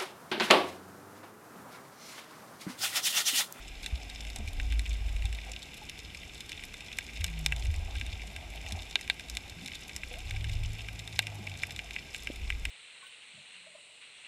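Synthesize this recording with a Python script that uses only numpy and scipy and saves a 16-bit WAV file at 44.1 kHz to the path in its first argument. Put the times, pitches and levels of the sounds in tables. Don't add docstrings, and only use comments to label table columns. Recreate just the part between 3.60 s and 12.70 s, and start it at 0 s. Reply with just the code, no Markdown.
import sys
import numpy as np
from scipy import signal
from scipy.fft import rfft, irfft
from scipy.io import wavfile

SR = 44100
rng = np.random.default_rng(int(sys.argv[2]) if len(sys.argv) > 2 else 0)


def boost(x):
    u = np.asarray(x, float) / 20
    return 10 ** u


def to_wav(s):
    ch = np.atleast_2d(s).T
    pcm = np.round(np.clip(ch, -1, 1) * 32767)
    wavfile.write(sys.argv[1], SR, pcm.astype(np.int16))


N = 401310

# (frequency [Hz], width [Hz], level [dB])
SHELL_MODES = [(790, 560, -34.5), (1602, 71, -8), (1990, 212, -5), (2367, 225, -0.5), (2701, 123, -0.5),
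               (2927, 234, -5), (3592, 230, -3.5), (4276, 570, -15), (5185, 236, -7), (5790, 2100, -16.5),
               (7610, 790, -14), (8690, 980, -21.5), (10740, 820, -21), (12650, 860, -24.5),
               (15100, 1600, -40)]
# (time [s], knock level [dB], ring over knock [dB], crack over knock [dB])
NEAR_SNAPS = [(.2604, -32.5, 2, -3), (.759, -40.5, -2, 5.5), (.9977, -29.5, -12, -17),
              (1.1928, -30.5, -3, -6.5), (2.295, -39, 1, 1), (3.3853, -22, -14.5, -7.5),
              (3.6418, -25.5, -5, 0.5), (3.8608, -20, -2, -2), (3.9214, -19.5, -24, -19.5),
              (4.411, -27, -11.5, -18), (5.1213, -39.5, 5.5, 3.5), (5.3551, -18, 0, -17),
              (5.4098, -37, -10, -3.5), (5.4978, -17, -5.5, -16.5), (5.6973, -42, 2.5, 8),
              (5.769, -27.5, -0.5, -4.5), (6.3621, -34, -9, 3.5), (6.4328, -27.5, -23, -29.5),
              (7.2845, -31, -22, -19), (7.59, -15.5, -3.5, -7), (7.668, -28.5, -12, -9.5),
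              (8.033, -20.5, -28, -16.5), (8.106, -35.5, -3.5, -6.5), (8.19, -26, -12, -22),
              (8.307, -31.5, -10, -15), (8.3617, -24, -36, -25), (8.545, -28, -10.5, -14.5),
              (8.6709, -24, -31, -20), (8.9015, -20.5, -32, -20), (9.0517, -22.5, -15, -11.5)]


def rms_one(x):
    return x / np.sqrt(np.mean(x ** 2) + 1e-20)


def in_time(rows):
    s, *columns = np.transpose(rows)
    return [np.interp(np.arange(N) / SR, s, c) for c in columns]


def drift(rate_hz):
    r = np.exp(-80 * np.pi * rate_hz / SR)
    chance = rng.standard_normal(N // 40 + 2002)
    slow = signal.lfilter([1], [1, -2 * r, r * r], chance)[2000:]
    return np.interp(np.arange(N) / 40, np.arange(len(slow)), rms_one(slow))


def swells(start, hold, db, calm_db, rise_db_s, fall_db_s):
    t = np.arange(N) / SR
    level = np.full(N, float(calm_db))
    for s, h, top in zip(start, hold, db):
        before, after = np.maximum(s - t, 0), np.maximum(t - s - h, 0)
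        level = np.maximum(level, top - rise_db_s * before - fall_db_s * after)
    return level


def butter(x, hz, kind, order=2):
    return signal.sosfilt(signal.butter(order, hz, kind, fs=SR, output="sos"), x)


def resonance(x, hz, width_hz):
    r = np.exp(-np.pi * width_hz / SR)
    poles = [1, -2 * r * np.cos(2 * np.pi * hz / SR), r * r]
    return signal.lfilter([(1 - r * r) / 2, 0, (r * r - 1) / 2], poles, x)


def tone(hz, db, wobble=.01, flutter_db=1.):
    phase = 2 * np.pi * np.cumsum(hz * (1 + wobble * drift(7.6))) / SR
    return np.sqrt(2) * boost(db + flutter_db * drift(9.1)) * np.sin(phase)


def pier_hum():
    # (start [s], hold [s], frequency [Hz], level [dB])
    hums = [(0, 0.27, 45.8, -50.5), (0.416, 0.39, 52.8, -47), (1.04, 0.33, 52.7, -31),
            (1.396, 0.3, 50.9, -32), (2.403, 0.29, 55, -54.5), (3.62, 0.46, 53.3, -39.5),
            (4.18, 0.042, 58, -39), (4.377, 0.26, 55, -41), (4.849, .2, 52.7, -46), (5.1, 0.13, 52.3, -43),
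            (5.527, .04, 53.9, -52), (5.726, 0.027, 56.1, -46.5), (6.449, 0.27, 58.16, -46),
            (6.8, 0.23, 60.1, -39.5), (7.25, 0.071, 52.4, -45), (8.202, 0.13, 50.7, -50.5),
            (8.7, 0.094, 58, -44.5), (8.881, 0.23, 53.9, -39)]
    start, hold, hz, db = np.transpose(hums)
    pitch, = in_time(np.transpose([start + hold / 2, hz]))
    level_db = swells(start, hold, db, calm_db=-59, rise_db_s=116, fall_db_s=78)
    return tone(pitch, level_db, wobble=0.021, flutter_db=3.0)


def surge():
    # (start [s], hold [s], deep surge level [dB], slosh level [dB])
    waves = [(0, 0.14, -47, -61), (0.77, 0.34, -42, -43), (1.26, 0.39, -42.5, -43.5),
             (2.407, 0.27, -66, -55), (2.902, 0.27, -56.5, -63), (3.633, 0.034, -49, -55),
             (3.93, .6, -43.5, -43), (4.787, 0.025, -52, -46.5), (5.117, 0.022, -57.5, -42),
             (5.35, 0.26, -66, -55.5), (6.717, .35, -40, -43), (7.301, 0.76, -70, -54),
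             (8.792, 0.17, -47, -44.5), (8.996, 0.087, -44, -46)]
    start, hold, deep_db, slosh_db = np.transpose(waves)
    deep_db = swells(start, hold, deep_db, calm_db=-64, rise_db_s=60, fall_db_s=70)
    slosh_db = swells(start, hold, slosh_db, calm_db=-58.5, rise_db_s=118, fall_db_s=103)
    deep, slosh = rng.standard_normal((2, N))
    deep = resonance(resonance(deep, 29.9, 5.0), 29.9, 5.0)
    slosh = butter(slosh, [62., 93.], "band", order=3)
    return boost(deep_db) * rms_one(deep) + boost(slosh_db + 2.5 * drift(12.0)) * rms_one(slosh)


def water_wash():
    # (frequency [Hz], level per Hz [dB])
    spectrum = [(12, -25), (20, -10), (69, -8), (124, -2.5), (422, -10.5), (627, -16), (743, -14.5),
                (1120, -19.5), (1410, -19), (1580, -18), (1800, -32), (2340, -50), (3960, -120)]
    curve_hz, curve_db = np.transpose(spectrum)
    hz = np.maximum(np.arange(N // 2 + 1) * SR / N, 1)
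    gain = boost(np.interp(np.log(hz), np.log(curve_hz), curve_db))
    wash = irfft(rfft(rng.standard_normal(N)) * gain, N)
    return boost(-55.5) * rms_one(wash)


def gurgle():
    # (start [s], hold [s], level [dB])
    clouds = [
        (0, 1.9, -59),
        (4.005, 0.87, -55),
        (4.994, 0.17, -55.5),
        (5.7, 0.19, -60),
        (6.598, 0.28, -59.5),
        (7.598, 0.67, -55.5),
    ]
    bubbles_per_s = 500 * boost(5 * drift(7))
    born = rng.random(N) < bubbles_per_s / SR
    strength = boost(4 * np.minimum(rng.exponential(1, N), 3))
    kicks = born * strength * rng.choice([-1, 1], N)
    size = rng.integers(0, 10, N)
    bubbles = 0
    for k, hz in enumerate(np.geomspace(600, 880, 10)):
        ringing = resonance(kicks * (size == k) + 1e-18, hz, 59.0)
        bubbles = bubbles + ringing * boost(-26. * abs(np.log2(hz / 734.0)))
    level_db = swells(*np.transpose(clouds), calm_db=-63.5, rise_db_s=17, fall_db_s=39)
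    return boost(level_db - 2) * rms_one(bubbles)


def whine():
    # (frequency [Hz], rms level [dB])
    lines = [(14026, -94), (14086, -94)]
    t = np.arange(N) / SR
    return sum(np.sqrt(2) * boost(db) * np.sin(2 * np.pi * hz * t) for hz, db in lines)


def housing(x):
    return sum((-1) ** k * boost(db) * resonance(x, hz, width) for k, (hz, width, db) in enumerate(SHELL_MODES))


def far_snaps(per_s=130., spread_db=4.5, tail_s=0.003):
    born = rng.random(N) < per_s * boost(3. * drift(5.)) / SR
    sizes = boost(spread_db * np.minimum(rng.exponential(1, N), 3.6))
    path = rng.integers(0, 6, N)
    decay = np.exp(-1 / (tail_s * SR))
    ticks = 0
    for k, hz in enumerate(np.geomspace(2200, 11000, 6)):
        clicks = born * sizes * (path == k)
        smear = signal.lfilter([1], [1, -decay], clicks + 1e-18)
        push = smear * rng.standard_normal(N) + 2.6 * clicks
        ticks = ticks + rms_one(resonance(push, hz, 0.54 * hz)) * (hz / 2200) ** .5
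    hiss = boost(0.31 * drift(20.0)) * rng.standard_normal(N)
    return boost(-50.5 + 12) * rms_one(ticks) + boost(-46.5 + 9.0) * hiss


def groans():
    # (time [s], frequency [Hz], level [dB])
    timbers = [
        [(3.65, 176.6, -52), (3.882, 148.9, -41.5), (4.0, 120, -48), (4.12, 89.5, -54)],
        [(6.65, 93.0, -43), (6.942, 106.2, -41), (7.11, 107.1, -38.5), (7.228, 105.5, -54.5),
         (7.594, 105.7, -45.5), (7.918, 96.0, -44.5), (8.2, 84.9, -52.5)],
        [(6.62, 137.0, -58), (6.896, 156.1, -52), (7.032, 150.2, -55.5), (7.198, 167.7, -61),
         (7.906, 148.9, -57.5), (8.15, 125.3, -55)],
        [(4.6, 146.3, -68), (4.67, 150.3, -58), (5.05, 140, -67)],
        [(0.2, 273.1, -61), (.75, 275, -66.5), (.85, 276.5, -62), (1.098, 277.7, -57.5), (1.4, 276.8, -72)],
        [(6.53, 520, -60), (6.553, 560, -56), (6.575, 687, -49), (6.595, 752, -60)],
    ]
    t, out = np.arange(N) / SR, np.zeros(N)
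    for rows in timbers:
        start, end = rows[0][0], rows[-1][0]
        fade = np.interp(t, [start - .04, start + 0.045, end - .02, end + 0.058], [0, 1, 1, 0])
        out += fade * tone(*in_time(rows), wobble=.01, flutter_db=2.1)
    return out


def snap_rows():
    # (time [s], knock level [dB])
    shaded = [(0.649, -37), (0.8751, -37.5), (1.122, -32), (1.26, -35.5), (1.5628, -37), (1.621, -37),
              (1.7258, -35.5), (2.546, -35.5), (2.9173, -32), (3.036, -34), (3.1397, -36), (3.2051, -37),
              (3.3298, -43), (3.679, -38.5), (4.0547, -37), (4.1401, -36.5), (4.3523, -37.5),
              (4.7617, -32.5), (5.0621, -36.5), (5.1083, -38), (5.476, -34), (5.595, -33.5), (6.081, -34),
              (6.2931, -37.5), (6.5383, -37.5), (6.708, -31), (6.8418, -33), (6.894, -37), (7.868, -38),
              (7.9982, -40)]
    # (time [s], knock level [dB])
    in_view = [(0.2414, -44), (0.4973, -44), (.7001, -43.5), (1.3293, -46.5), (1.491, -50), (1.6536, -39.5),
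               (1.7471, -45), (2.0272, -44), (2.3895, -44.5), (2.7777, -49), (2.805, -40.5), (2.8925, -43),
               (3.609, -46), (3.8487, -52), (3.962, -42), (4.4633, -43.5), (5.22, -45), (5.309, -44),
               (5.684, -48), (5.7505, -45), (5.878, -53), (5.896, -45.5), (6.0592, -38.5), (6.1415, -57),
               (6.1526, -41), (6.351, -52), (7.3911, -43), (7.475, -40.5), (8.1612, -40)]
    rows = [tuple(row) for row in NEAR_SNAPS]
    rows += [(s, db, -10, -11) for s, db in shaded]
    rows += [(s, db, 2.5, -0.5) for s, db in in_view]
    s, knock, ring, crack = np.array(rows).T
    return np.transpose([s, knock, knock + ring, knock + crack, knock + crack - 5])


def near_snaps(scatter_s=0.0044, path_db=1.3):
    # (low edge [Hz], high edge [Hz], echo level [dB], trim [dB])
    snap_parts = [(593, 3080, -18, 4), (3320, 5100, -14.5, 5), (4700, 10700, -18.5, 8.5),
                  (8900, 17500, -19.5, 3.5)]
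    t = np.arange(1400) / SR
    rows, shapes = snap_rows(), 0
    chance = rng.standard_normal((len(rows), 3, len(t)))
    crack = .8 * chance[:, 0] * np.exp(-t / .00015)
    crack[:, 0] = 2.58
    loudest_db = rows[:, 1:4].max(axis=1, keepdims=True)
    echoes = chance[:, 1] * np.exp(-t / scatter_s) * boost(-.33 * (loudest_db + 21))
    for k, (low, high, echo_db, trim_db) in enumerate(snap_parts):
        push = crack + boost(echo_db) * echoes
        part = 0
        for m, (hz, width, db) in enumerate(SHELL_MODES):
            if low <= hz < high:
                gain = (-1) ** m * boost(db + path_db * chance[:, 2, m:m + 1])
                part = part + gain * resonance(push, hz, 1.02 * width)
        part = butter(butter(part, 1.2 * high, "low"), 1.2 * low, "high")
        height = boost(rows[:, 1 + k] + trim_db) / np.abs(part).max(axis=1)
        shapes = shapes + part * height[:, None]
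    out = np.zeros(N + 2 * len(t))
    for s, shape in zip(rows[:, 0], shapes):
        at = round((s + 0.001013) * SR)
        out[at:at + len(t)] += shape
    return out[:N]


def pops():
    # (time [s], peak level [dB], frequency [Hz], ringing length [cycles])
    knocks = [(.325, -23, 61, 2.9), (0.789, -39, 90.5, 5.7), (.79, -47.5, 213, 14.4), (.8, -43.5, 670, 5),
              (.8, -48, 433, 6.7), (.76, -44.5, 750, 8), (1.65, -57, 790, 35), (1.89, -57, 515, 22),
              (2.216, -51.5, 847, 33), (3.6, -33, 80.2, 7.8), (4.079, -30.5, 77, 8.6),
              (4.67, -53, 200, 11.5), (5.12, -35.5, 85.7, 9.2), (5.121, -42, 202, 5), (5.96, -53, 168, 16),
              (6.02, -49, 195.5, 9.8), (6.029, -54, 260, 24), (6.511, -53, 498, 34), (6.515, -52, 730, 14),
              (6.742, -57, 772, 38), (4.221, -54, 187, 11), (4.42, -51, 243, 9.2), (7.8, -46.5, 200, 12),
              (7.811, -51, 136, 6), (7.79, -45, 352, 5.3), (8.244, -56, 694, 22), (8.7, -30.5, 293.7, 2.53),
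              (8.701, -35.5, 546, 3.4), (9.07, -49, 299.2, 4)]
    thuds = [(s + 0.0015, 1 + 1.74 * db + 0.32 * ring, 780, 3.2) for s, db, ring, _ in NEAR_SNAPS]
    out = np.zeros(N + SR)
    for s, peak_db, hz, cycles in [*knocks, *thuds]:
        turns = np.arange(SR // 2) / SR * hz
        shape = np.exp(-3 * turns / cycles) * (1 - np.exp(-turns / 1.01))
        at = round(s * SR)
        out[at:at + SR // 2] += boost(peak_db + 10.5) * shape * np.sin(2 * np.pi * turns)
    return out[:N]


def scene():
    low_sounds = pier_hum() + surge() + water_wash() + gurgle() + groans() + pops()
    shrimp = housing(far_snaps()) + near_snaps()
    return (low_sounds + whine() + shrimp)[None]


def roll_off(x):
    return signal.sosfilt(signal.butter(12, 16480, fs=SR, output="sos"), x)


def record(dry):
    shelved = signal.sosfilt(signal.cheby2(10, 24, 15500, fs=SR, output="sos"), dry)
    return roll_off(shelved)


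dry = scene()
out = record(dry)
to_wav(out)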